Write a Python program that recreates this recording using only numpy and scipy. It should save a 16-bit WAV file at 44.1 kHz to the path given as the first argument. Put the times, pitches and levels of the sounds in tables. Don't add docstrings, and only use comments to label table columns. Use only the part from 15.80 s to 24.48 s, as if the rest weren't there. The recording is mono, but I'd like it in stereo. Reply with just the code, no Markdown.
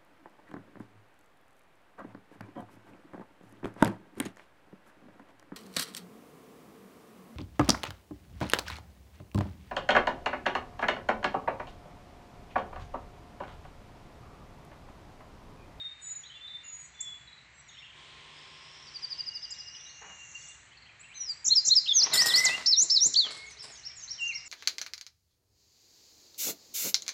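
import sys
import numpy as np
from scipy import signal
from scipy.fft import rfft, irfft, next_fast_len
from scipy.io import wavfile
from scipy.ndimage import uniform_filter1d, minimum_filter1d, map_coordinates

SR = 44100
rng = np.random.default_rng(int(sys.argv[2]) if len(sys.argv) > 2 else 0)


def bounce(signal):
    frames = np.transpose(np.atleast_2d(signal))
    limited = np.clip(frames, -1, 1)
    pcm = np.round(limited * 32767).astype(np.int16)
    wavfile.write(sys.argv[1], SR, pcm)


N = 382788
T = np.arange(N) / SR

# start_s, ring_db, ring_tilt_db_per_octave, rasp_db, rasp_t60_s
CATCHES = [(6.336, -24.5, 6, -30, .6), (6.373, -32.5, 6, -50, .3), (6.459, -25.5, -11, -32, 0.43),
           (6.558, -25.5, -11.5, -32.5, .45), (6.625, -52, -4, -38, 0.24), (7.507, -52, -16, -47.5, 0.46),
           (7.577, -63, -17, -48, 0.047), (7.702, -66, -2, -52, 0.093), (7.826, -61, -16, -47, 0.31)]
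# frequency_hz, level_db, t60_s
METAL_MODES = [(5300, -8, .3), (5230, 0.5, 0.3), (7075, 2, 0.084), (8460, -9.5, 0.32), (8970, -8.5, 0.081),
               (10240, -11, 0.082), (12600, -18, 0.13), (13600, -16, 0.12), (14900, -32, 0.095)]


def undb(db):
    return 10 ** (np.asarray(db) / 20)


def unit(x):
    return x / np.sqrt(np.mean(x ** 2))


def add(track, start_s, sound):
    i = int(np.clip(start_s * SR, 0, N - 1))
    track[i:i + len(sound)] += sound[:N - i]


def wander(rate_hz, size=N):
    place = np.arange(size) * rate_hz / SR
    return map_coordinates(rng.standard_normal(size // 16 + 8), [place], order=3, mode="wrap")


def loudness(rows):
    rows = np.array(rows)
    level_db = np.interp(T, rows[:, 0], rows[:, -1], left=-150, right=-150)
    return uniform_filter1d(undb(level_db), size=300)


def pitch(rows):
    rows = np.array(rows)
    return np.interp(T, rows[:, 0], rows[:, 1])


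def held_for(start_s, length_s, attack_s, release_s):
    rise = np.clip((T - start_s) / attack_s, 0, 1)
    return rise * np.clip(1 - (T - start_s - length_s) / release_s, 0, 1) ** 2


def dying(rows, attack_s):
    return sum(np.clip((T - start) / attack_s + .5, 0, 1) * undb(db - 60 * np.abs(T - start) / t60)
               for start, db, t60 in rows)


def colour(x, points):
    hz, db = np.transpose(points)
    size = next_fast_len(N)
    bins_hz = np.maximum(np.fft.rfftfreq(size, 1 / SR), 1)
    gain = undb(np.interp(np.log(bins_hz), np.log(hz), db))
    return unit(irfft(rfft(x, size) * gain, size)[:N])


def noise(points):
    return colour(rng.standard_normal(N), points)


def tone(hz):
    return np.sqrt(2) * np.sin(2 * np.pi * np.cumsum(hz) / SR)


def notes(rows, waver, flutter_db, overtone_db):
    note_shapes = { "intro": [(0, 6350, -27.5), (.03, 6370, -13), (.055, 6030, -16.5), (.063, 5980, -4),
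                   (.09, 5895, -7.5), (.12, 5330, -13.5), (.16, 4810, 1.5), (.178, 4690, -10),
                   (.19, 4340, -21)], "tick": [(0, 7100, -20), (.004, 7250, -5), (.009, 6450, 0),
                   (.015, 5480, -1), (.018, 5200, -14)], "hump": [(0, 3750, -21.5), (.009, 3610, -20.5),
                   (.02, 4044, 0.5), (.028, 4186, 1), (.038, 4243, 9), (.044, 3760, -9.5),
                   (.051, 3200, -20.5)], "slur": [(0, 5480, -14), (.012, 5380, 0), (.025, 4980, -1),
                   (.037, 4740, 0), (.048, 4700, -16)], "low": [(0, 3300, -14.5), (.011, 2460, -17.5),
                   (.024, 3720, -4.5), (.036, 3480, 2), (.048, 3364, -4.5), (.056, 3400, 5),
                   (.067, 3160, 1), (.076, 3200, -21)], "vee": [(0, 6450, -24), (.018, 6550, -10),
                   (.031, 6430, 0), (.06, 5850, 0), (.075, 4800, -3), (.089, 4000, -5), (.099, 5050, -2),
                   (.111, 5700, 1), (.118, 5800, -14)], "dip": [(0, 3780, -12), (.008, 4590, -2.5),
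                   (.02, 4030, 0.5), (.035, 3650, -6), (.047, 3270, -9)], "rise": [(0, 3544, -22),
                   (.012, 4200, -1.5), (.03, 4670, 0.5), (.05, 5460, -1.5), (.064, 6150, -6.5),
                   (.07, 4860, -3.5)], "fall": [(0, 8200, -12.5), (.012, 7000, 0.5), (.022, 5400, -3),
                   (.032, 4090, -3), (.045, 3650, -16), (.06, 3560, -12)], "lift": [(0, 2537, -6.5),
                   (.058, 2810, -3.5), (.072, 2860, -1.5), (.08, 2750, -16)], "flick": [(0, 3730, -3),
                   (.004, 5320, 0.5), (.009, 6200, -15.5), (.015, 6900, -39.5)], "arch": [(0, 3810, -4),
                   (.007, 5186, -1.5), (.022, 5420, 0.5), (.037, 5300, -3), (.052, 5120, -4),
                   (.065, 4360, 2), (.075, 4000, 4), (.085, 3730, -11), (.105, 3580, -15)],
                   "sweep": [(0, 5400, -16), (.018, 5650, -3), (.033, 5950, 1), (.05, 6500, -4),
                   (.068, 7250, -1), (.076, 7650, -4), (.082, 7850, -20)], "close": [(0, 8220, -20),
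                   (.006, 5470, -9), (.009, 3610, -8.5), (.014, 2850, -25.5), (.024, 3730, -12),
                   (.029, 4135, -1.5), (.045, 4650, -5.5), (.06, 4240, -2), (.072, 3900, -5),
                   (.08, 3700, -13), (.11, 3300, -13.5), (.15, 2810, -32)], "chip": [(0, 6350, -11),
                   (.004, 6980, -7), (.011, 7600, -2), (.016, 7650, -14)], "tew": [(0, 5150, -21),
                   (.012, 4920, -8), (.024, 4760, -3), (.033, 4640, 1), (.04, 4420, -13)],
                   "pip": [(0, 4350, -12), (.008, 4000, 0), (.02, 3800, -12)], "warble": [(0, 3353, 3),
                   (.04, 4220, 2.5), (.06, 3322, -13), (.075, 3066, 7.5), (.095, 3350, -2.5),
                   (.125, 2943, -6.5)], "bow": [(0, 4036, -1), (.015, 4500, -4), (.03, 5613, 1.5),
                   (.048, 5730, 7), (.065, 5100, -0.5), (.075, 4830, -34)], "seep": [(0, 8000, -8),
                   (.015, 7100, 0), (.035, 6550, -2), (.045, 6500, -10)], "flute": [(0, 3250, -20),
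                   (.022, 2830, -5), (.04, 2790, 0), (.1, 2830, 1), (.125, 2740, -1), (.145, 2200, -9),
                   (.16, 2100, -18)], }
    # frequency_hz, level_db
    throat_gain = [(6000, -7.5), (8500, 2.5), (10500, -15.5), (12200, 7), (14000, 7.5), (15000, -6)]
    out = np.zeros(N)
    for start, shape, db, transpose, stretch in rows:
        shape_s, shape_hz, shape_db = np.transpose(note_shapes[shape])
        size = int(shape_s[-1] * stretch * SR)
        t = T[:size] / stretch
        glide = uniform_filter1d(np.interp(t, shape_s, shape_hz), size=130, mode="nearest")
        glide = glide * transpose * (1 + waver * wander(350, size))
        gain = undb(db + np.interp(t, shape_s, shape_db) + flutter_db * wander(250, size))
        edges = np.clip(np.minimum(t, t[::-1]) / 0.0014, 0, 1)
        octave_db = overtone_db + np.interp(2 * glide, *np.transpose(throat_gain))
        add(out, start, gain * edges * (tone(glide) + undb(octave_db) * tone(2 * glide)))
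    return out


def phrase(rows):
    syllable_notes = { "opening": [(0, "intro", 0, 0.98, 1.027)],
                      "stutter": [(0, "tick", -9.5, 0.982, 1.15), (.016, "tick", -4.5, 1.02, 1.05),
                      (.032, "tick", -1.5, 1.044, 0.9), (.047, "hump", -1, 1, 1.03),
                      (.108, "slur", 0.5, 1.001, 1)], "swoop": [(0, "low", -6, 1.026, 1.04),
                      (.072, "vee", -0.5, 0.989, 1.01)], "scoop": [(0, "dip", -6, .94, 1),
                      (.047, "rise", 0, 1, 1.02)], "drop": [(0, "fall", 0, 1, 0.96),
                      (.048, "lift", -9.5, 0.99, 0.94)], "wave": [(0, "flick", -2, 1.06, 1.4),
                      (.005, "arch", -1, 1.005, .995), (.102, "sweep", 0, .985, .985)],
                      "ending": [(0.00024, "close", -1.5, 1.017, 1)],
                      "answer": [(0, "seep", -5, 1.005, 1.2), (.047, "bow", -8.5, 1.12, 0.72),
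                      (.124, "bow", -1, 1, .88), (.19, "pip", -15, 0.95, 1.1)], }
    return [(start + offset * pace, shape, db + note_db, key * transpose, pace * stretch)
            for start, name, db, key, pace in rows
            for offset, shape, note_db, transpose, stretch in syllable_notes[name]]


def bunting():
    # start_s, syllable, level_db, pitch_ratio, length_ratio
    song_rows = [(5.342, "opening", -31, 1.002, 1.01), (5.643, "stutter", -19, 1, 1),
                 (5.846, "stutter", -17.5, 1, 0.98), (6.058, "swoop", -19, 1.013, 1),
                 (6.319, "scoop", -21, 1.01, 1.01), (6.483, "scoop", -19.5, 0.98, .975),
                 (6.642, "drop", -20.5, 1, 1), (6.859, "wave", -19, 1.003, 1),
                 (7.098, "wave", -19.5, 0.993, .99), (7.336, "ending", -14.5, 1, 0.99)]
    return notes(phrase(song_rows), waver=0.0059, flutter_db=1.4, overtone_db=-49.5)


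def neighbours():
    # start_s, shape, level_db, pitch_ratio, length_ratio
    near_calls = [(1.205, "chip", -28.5, 1, 0.92), (3.704, "chip", -37.5, .99, 0.9),
                  (8.380, "flute", -33.5, 0.99, 1)]
    return notes(near_calls, waver=.004, flutter_db=1, overtone_db=-60)


def trill(count):
    start_s, gap_s = 3.056, .08
    peak_db, onset_db, fade_db = -30.5, 18.5, 17.5
    pitch_ratio, climb = .99, .0075
    k = np.arange(count)
    db = peak_db - onset_db * np.exp(-k) - fade_db * (k / k[-1]) ** 3
    rows = [(start_s + i * gap_s, "tew", db[i], pitch_ratio + i * climb, 1) for i in k]
    return notes(rows, waver=.009, flutter_db=1.2, overtone_db=-60)


def answering_bird():
    # start_s, syllable, relative_level_db, pitch_ratio, length_ratio
    answer_rows = [(7.652, "answer", -46.5, 0.95, 0.95), (7.908, "answer", -44, 0.97, 0.99),
                   (8.158, "answer", -40, 0.98, 0.97), (8.402, "answer", -40, .99, .99),
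                   (8.652, "answer", -40, 0.98, 1)]
    return notes(phrase(answer_rows), waver=.012, flutter_db=3.5, overtone_db=-60)


def pips():
    # start_s, count, relative_level_db, pitch_ratio
    pip_runs = [(0.241, 3, -50.5, 0.97), (.675, 1, -42, 0.93), (1.472, 3, -47.5, 0.98),
                (1.887, 2, -49.5, 0.9), (2.043, 2, -48, 0.79), (3.567, 2, -57, 0.93), (3.945, 2, -52, .87),
                (4.091, 2, -50, 1.07), (4.555, 2, -54, 1.12), (4.612, 3, -55, 0.88),
                (4.969, 2, -50.5, 1.08)]
    gap_s = .051
    return [(start + i * gap_s, "pip", db, transpose, 1)
            for start, count, db, transpose in pip_runs for i in range(count)]


def twitter(count, scatter_db, pitch_spread):
    # start_s, length_s, relative_level_db, pitch_ratio
    bouts = [(1.86, .3, -62, .82), (3.2, .95, -59, .95), (4.8, .65, -60, .72), (7.7, .6, -59, .85)]
    rows = []
    for start, length, db, transpose in bouts:
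        for i, (late, loud, high) in enumerate(rng.uniform(-1.1, 1, (count, 3))):
            note_s = start + length * (i + .5 + late / 2) / count
            shape, stretch = (("pip", 1), ("warble", .5))[i % 2]
            rows.append((note_s, shape, db + scatter_db * loud, transpose * (1 + pitch_spread * high), stretch))
    return rows


def distant_calls():
    # start_s, shape, relative_level_db, pitch_ratio, length_ratio
    far_calls = [(.435, "warble", -51, .98, 0.93), (1.875, "seep", -55, 0.98, 0.74),
                 (1.970, "warble", -53, .89, .8), (4.050, "bow", -54, 0.7, 0.38),
                 (4.680, "chip", -40.5, 1.065, 1), (5.195, "chip", -46, 1.03, 1.77),
                 (5.225, "lift", -48, 0.97, 0.52), (5.290, "lift", -47.5, .87, 0.43),
                 (5.325, "bow", -53.5, 0.72, 0.8), (5.482, "chip", -47, 1.01, 3.1),
                 (8.550, "pip", -37, .54, 1.1)]
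    rows = far_calls + pips() + twitter(count=9, scatter_db=3, pitch_spread=.15)
    return notes(rows, waver=.012, flutter_db=2.5, overtone_db=-60)


def whistles(rows, waver, bend, flutter_db):
    swell_s = 0.078
    tremble = 1 + waver * wander(120) + bend * wander(16)
    out = np.zeros(N)
    for start, length, first_hz, last_hz, db in rows:
        glide = np.interp(T, [start, start + length], [first_hz, last_hz])
        envelope = held_for(start, length - swell_s, swell_s, swell_s)
        out += undb(db) * envelope * tone(glide * tremble)
    return undb(flutter_db * wander(45)) * out


def far_whistles():
    # start_s, length_s, first_hz, last_hz, level_db
    long_glides = [(-.06, 0.24, 3724, 3685, -40.5), (.16, 0.36, 7060, 5360, -72),
                   (.18, 0.24, 8220, 7120, -60.5), (.21, .24, 6960, 6860, -44), (.41, .11, 6600, 6650, -54),
                   (.5, 0.34, 3450, 3640, -50), (.54, 0.11, 2800, 2740, -55), (.79, .16, 2770, 2790, -60),
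                   (.83, 0.25, 6940, 6690, -45), (.93, 0.27, 8300, 7070, -65), (.98, 0.36, 6380, 5350, -70),
                   (1.13, 0.295, 3490, 3374, -47), (1.7, 0.4, 6130, 5180, -71.5),
                   (1.72, 0.15, 7500, 7750, -59.5)]
    low_quaver = [(3.3, 1.5, 2838, 2813, -57.5)]
    return (whistles(long_glides, waver=.004, bend=.003, flutter_db=3.5)
            + whistles(low_quaver, waver=.01, bend=.01, flutter_db=4))


def warbler_buzz(pulse_hz, pulse, grain_db):
    # start_s, centre_hz, noise_rate_hz, relative_level_db
    buzz_rows = [(2.5, 5020, 899, -60), (3.001, 5410, 890, -52), (3.5, 5890, 1110, -58),
                 (3.85, 5660, 789, -47.5), (4.051, 5915, 788, -47), (4.2, 6180, 1417, -54),
                 (4.399, 6670, 2100, -50.5), (4.67, 6620, 2476, -47), (4.929, 7450, 1680, -75)]
    s, _, rate_hz, _ = np.transpose(buzz_rows)
    place = np.cumsum(np.interp(T, s, rate_hz)) / SR
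    rasp = map_coordinates(rng.standard_normal(N // 16), [place], order=5, mode="wrap")
    pulses = 1 + pulse * tone(pulse_hz * (1 + 0.057 * wander(5.6)))
    beats = unit(pulses * undb(grain_db * wander(110)))
    return loudness(buzz_rows) * beats * rasp * tone(pitch(buzz_rows))


def scrape(rasp_db, ring_db, sizzle_db, ring_width_hz):
    # start_s, length_s, level_db, attack_s
    stroke_rows = [(6.17, 0.14, -42, 0.092), (6.318, .48, -41.5, .012), (7.43, 0.11, -48.5, 0.019),
                   (7.593, 0.17, -63.5, .03), (7.823, .09, -56, .02)]
    # frequency_hz, level_db
    rub_colour = [(60, -13), (150, -4.5), (400, -2.5), (800, 2), (1300, 1), (2600, -3), (4500, -4),
                  (7000, -16), (10000, -50.5)]
    rasp_colour = [(2500, -14), (4400, 6.5), (5200, 8), (6500, -11), (7700, 9), (8600, 3), (9100, -1),
                   (9600, -1), (10500, -7), (11400, -20), (15000, -45)]
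    sizzle_colour = [(11000, -28.5), (12200, 0), (13200, -4.5), (13800, -11), (15500, -16)]
    slips = rng.standard_normal(N) * undb(3.8 * wander(400) + 2.6 * wander(55))
    rubbing = sum(undb(db) * held_for(start, length, attack, release_s=0.1)
                  for start, length, db, attack in stroke_rows)
    force = dying([(start, db, t60) for start, _, _, db, t60 in CATCHES], attack_s=0.01)
    rasp = force * colour(slips, rasp_colour)
    ring = sum(signal.lfilter(*signal.iirpeak(hz, hz / ring_width_hz, fs=SR), rasp) for hz, _, _ in METAL_MODES)
    sizzle = force * (force / force.max()) ** 2 * colour(slips, sizzle_colour)
    surface = undb(rasp_db) * rasp + undb(ring_db) * ring + undb(sizzle_db) * sizzle
    return rubbing * colour(slips, rub_colour) + surface


def catches(rough):
    out, t = np.zeros(N), T[:SR // 2]
    for start, db, tilt_db, _, _ in CATCHES:
        for hz, mode_db, t60 in METAL_MODES:
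            octaves = np.log2(hz / METAL_MODES[0][0])
            fade = undb(db + mode_db + tilt_db * octaves - 60 * t / t60)
            sine = tone(hz * (1 + rough * wander(700, len(t)))) / np.sqrt(2)
            add(out, start, np.minimum(t / .0015, 1) * fade * sine)
    return out


def squeal(db, waver, stutter_hz, stutter):
    # start_s, pitch_hz, relative_level_db
    squeal_rows = [(6.33, 2087, -38.5), (6.358, 1935, -39), (6.4, 1922, -32.5), (6.492, 1888, -38),
                   (6.542, 1980, -34.5), (6.638, 2074, -27), (6.714, 1972, -35), (6.756, 2073, -45.5),
                   (6.85, 1980, -67)]
    grip = unit(1 + stutter * tone(stutter_hz * (1 + 0.16 * wander(25))))
    return undb(db) * grip * loudness(squeal_rows) * tone(pitch(squeal_rows) * (1 + waver * wander(120)))


def settling_squeaks():
    # start_s, length_s, first_hz, last_hz, level_db
    squeak_rows = [(7.33, .62, 455, 412, -71), (7.41, .34, 2160, 2180, -50)]
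    return whistles(squeak_rows, waver=0.011, bend=0.004944, flutter_db=4.0)


def knocks():
    # start_s, level_db, t60_s
    knock_rows = [(4.217, -47, 0.44), (4.295, -55, 0.17)]
    # frequency_hz, level_db
    knock_colour = [(71, -50), (120, -37), (177, -6), (242, -26), (400, -15), (668, -13), (796, -3),
                    (1310, -12), (1610, -9.5), (2400, -11.5), (3120, -28), (5280, -120)]
    return dying(knock_rows, attack_s=.008) * noise(knock_colour)


def puffs():
    # start_s, level_db, t60_s
    puff_rows = [(5.678, -51, 0.072), (5.878, -43.5, 0.059), (7.025, -45, 0.14), (7.258, -43, 0.11)]
    # frequency_hz, level_db
    puff_colour = [(40, -29), (130, 6.5), (400, 0.5), (1000, -3), (2500, -42.5)]
    return dying(puff_rows, attack_s=0.019) * noise(puff_colour)


def foliage(x, echo_db, wet_db, t60, side_db):
    # delay_s, relative_level_db
    reflections = [(.0065, 0.5), (.0145, 0), (.021, -5.5), (0.033, -9)]
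    t = T[:SR]
    fade = undb(-60 * t / t60) * np.clip(t / 0.003, 0, 1)
    mid, side = (signal.fftconvolve(x, rng.standard_normal(SR) * fade)[:N] / np.linalg.norm(fade)
                 for _ in range(2))
    near = x.copy()
    for delay, db in reflections:
        add(near, delay, undb(echo_db + db) * x)
    return near + undb(wet_db) * (mid + undb(side_db) * np.array([side, -side]))


def air(air_db, side_db, swell_db, rumble_db, rumble_swell_db):
    # frequency_hz, level_db
    air_colour = [(15, -17.5), (25, -5.5), (43, -10), (138, 1.5), (203, -9), (475, -13), (930, -7.5),
                  (1520, -6), (2020, 0), (3660, -13.5), (4060, -7.5), (5120, -21.5), (7740, -17),
                  (9270, -43.5), (12000, -68), (15600, -84), (22000, -120)]
    rumble_colour = [(35, -30), (55, 5), (72, 3), (110, -23), (400, -76.5)]
    hiss_colour = [(100, -12), (400, -3.5), (650, -7), (1070, 0), (1500, -7.5), (3300, 5), (5000, -10),
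                   (8500, -16.5), (11500, -50)]
    # time_s, level_db
    hiss_swell = [(2.1, -70), (2.18, -54), (2.6, -53), (3.0, -55), (3.4, -57.5), (3.7, -79)]
    # frequency_hz, level_db against the hiss
    whine_lines = [(151, -16.5), (388, -21), (969, -20), (1061, -12), (2137, -22)]
    side = undb(side_db) * noise(air_colour)
    bed = undb(air_db + swell_db * wander(2.67)) * (noise(air_colour) + np.array([side, -side]))
    rumble = undb(rumble_db + rumble_swell_db * wander(6.3)) * noise(rumble_colour)
    whine = sum(undb(db) * tone(hz * (1 + .01 * wander(40))) for hz, db in whine_lines)
    return bed + rumble + loudness(hiss_swell) * (noise(hiss_colour) + whine)


def scene():
    near_birds = neighbours() + trill(count=12)
    buzz = warbler_buzz(pulse_hz=25.1, pulse=0.15, grain_db=1.5)
    far_birds = undb(-3.5) * (distant_calls() + answering_bird()) + undb(-6.0) * buzz
    metal = scrape(rasp_db=-1.5, ring_db=-3, sizzle_db=-4.5, ring_width_hz=92) + catches(rough=0.01)
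    squeaks = squeal(db=1, waver=0.014, stutter_hz=30, stutter=0.34) + settling_squeaks()
    bumps = knocks() + puffs()
    return (foliage(bunting(), echo_db=-15.0, wet_db=-15, t60=0.72, side_db=-21.5)
            + foliage(near_birds, echo_db=-14.5, wet_db=-9.0, t60=0.69, side_db=-17)
            + foliage(far_whistles(), echo_db=-13, wet_db=-6, t60=0.51, side_db=-22)
            + foliage(far_birds, echo_db=-16, wet_db=-2.5, t60=0.67, side_db=-16.5)
            + foliage(metal + squeaks + bumps, echo_db=-21, wet_db=-7, t60=0.51, side_db=-13)
            + air(air_db=-57.99, side_db=-19, swell_db=0.23, rumble_db=-71.5, rumble_swell_db=2))


def limit(x, ceiling_db):
    wanted = np.minimum(1, undb(ceiling_db) / (np.abs(x).max(axis=0) + 1e-9))
    return x * uniform_filter1d(minimum_filter1d(wanted, size=256), size=256)


def record(dry):
    bass_hz, top_hz = 46, 15000
    held = limit(dry, ceiling_db=-12.0)
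    thinned = signal.sosfilt(signal.butter(3, bass_hz, "high", fs=SR, output="sos"), held)
    return signal.sosfilt(signal.ellip(8, .2, 70, top_hz, fs=SR, output="sos"), thinned)


dry = scene()
out = record(dry)
bounce(out)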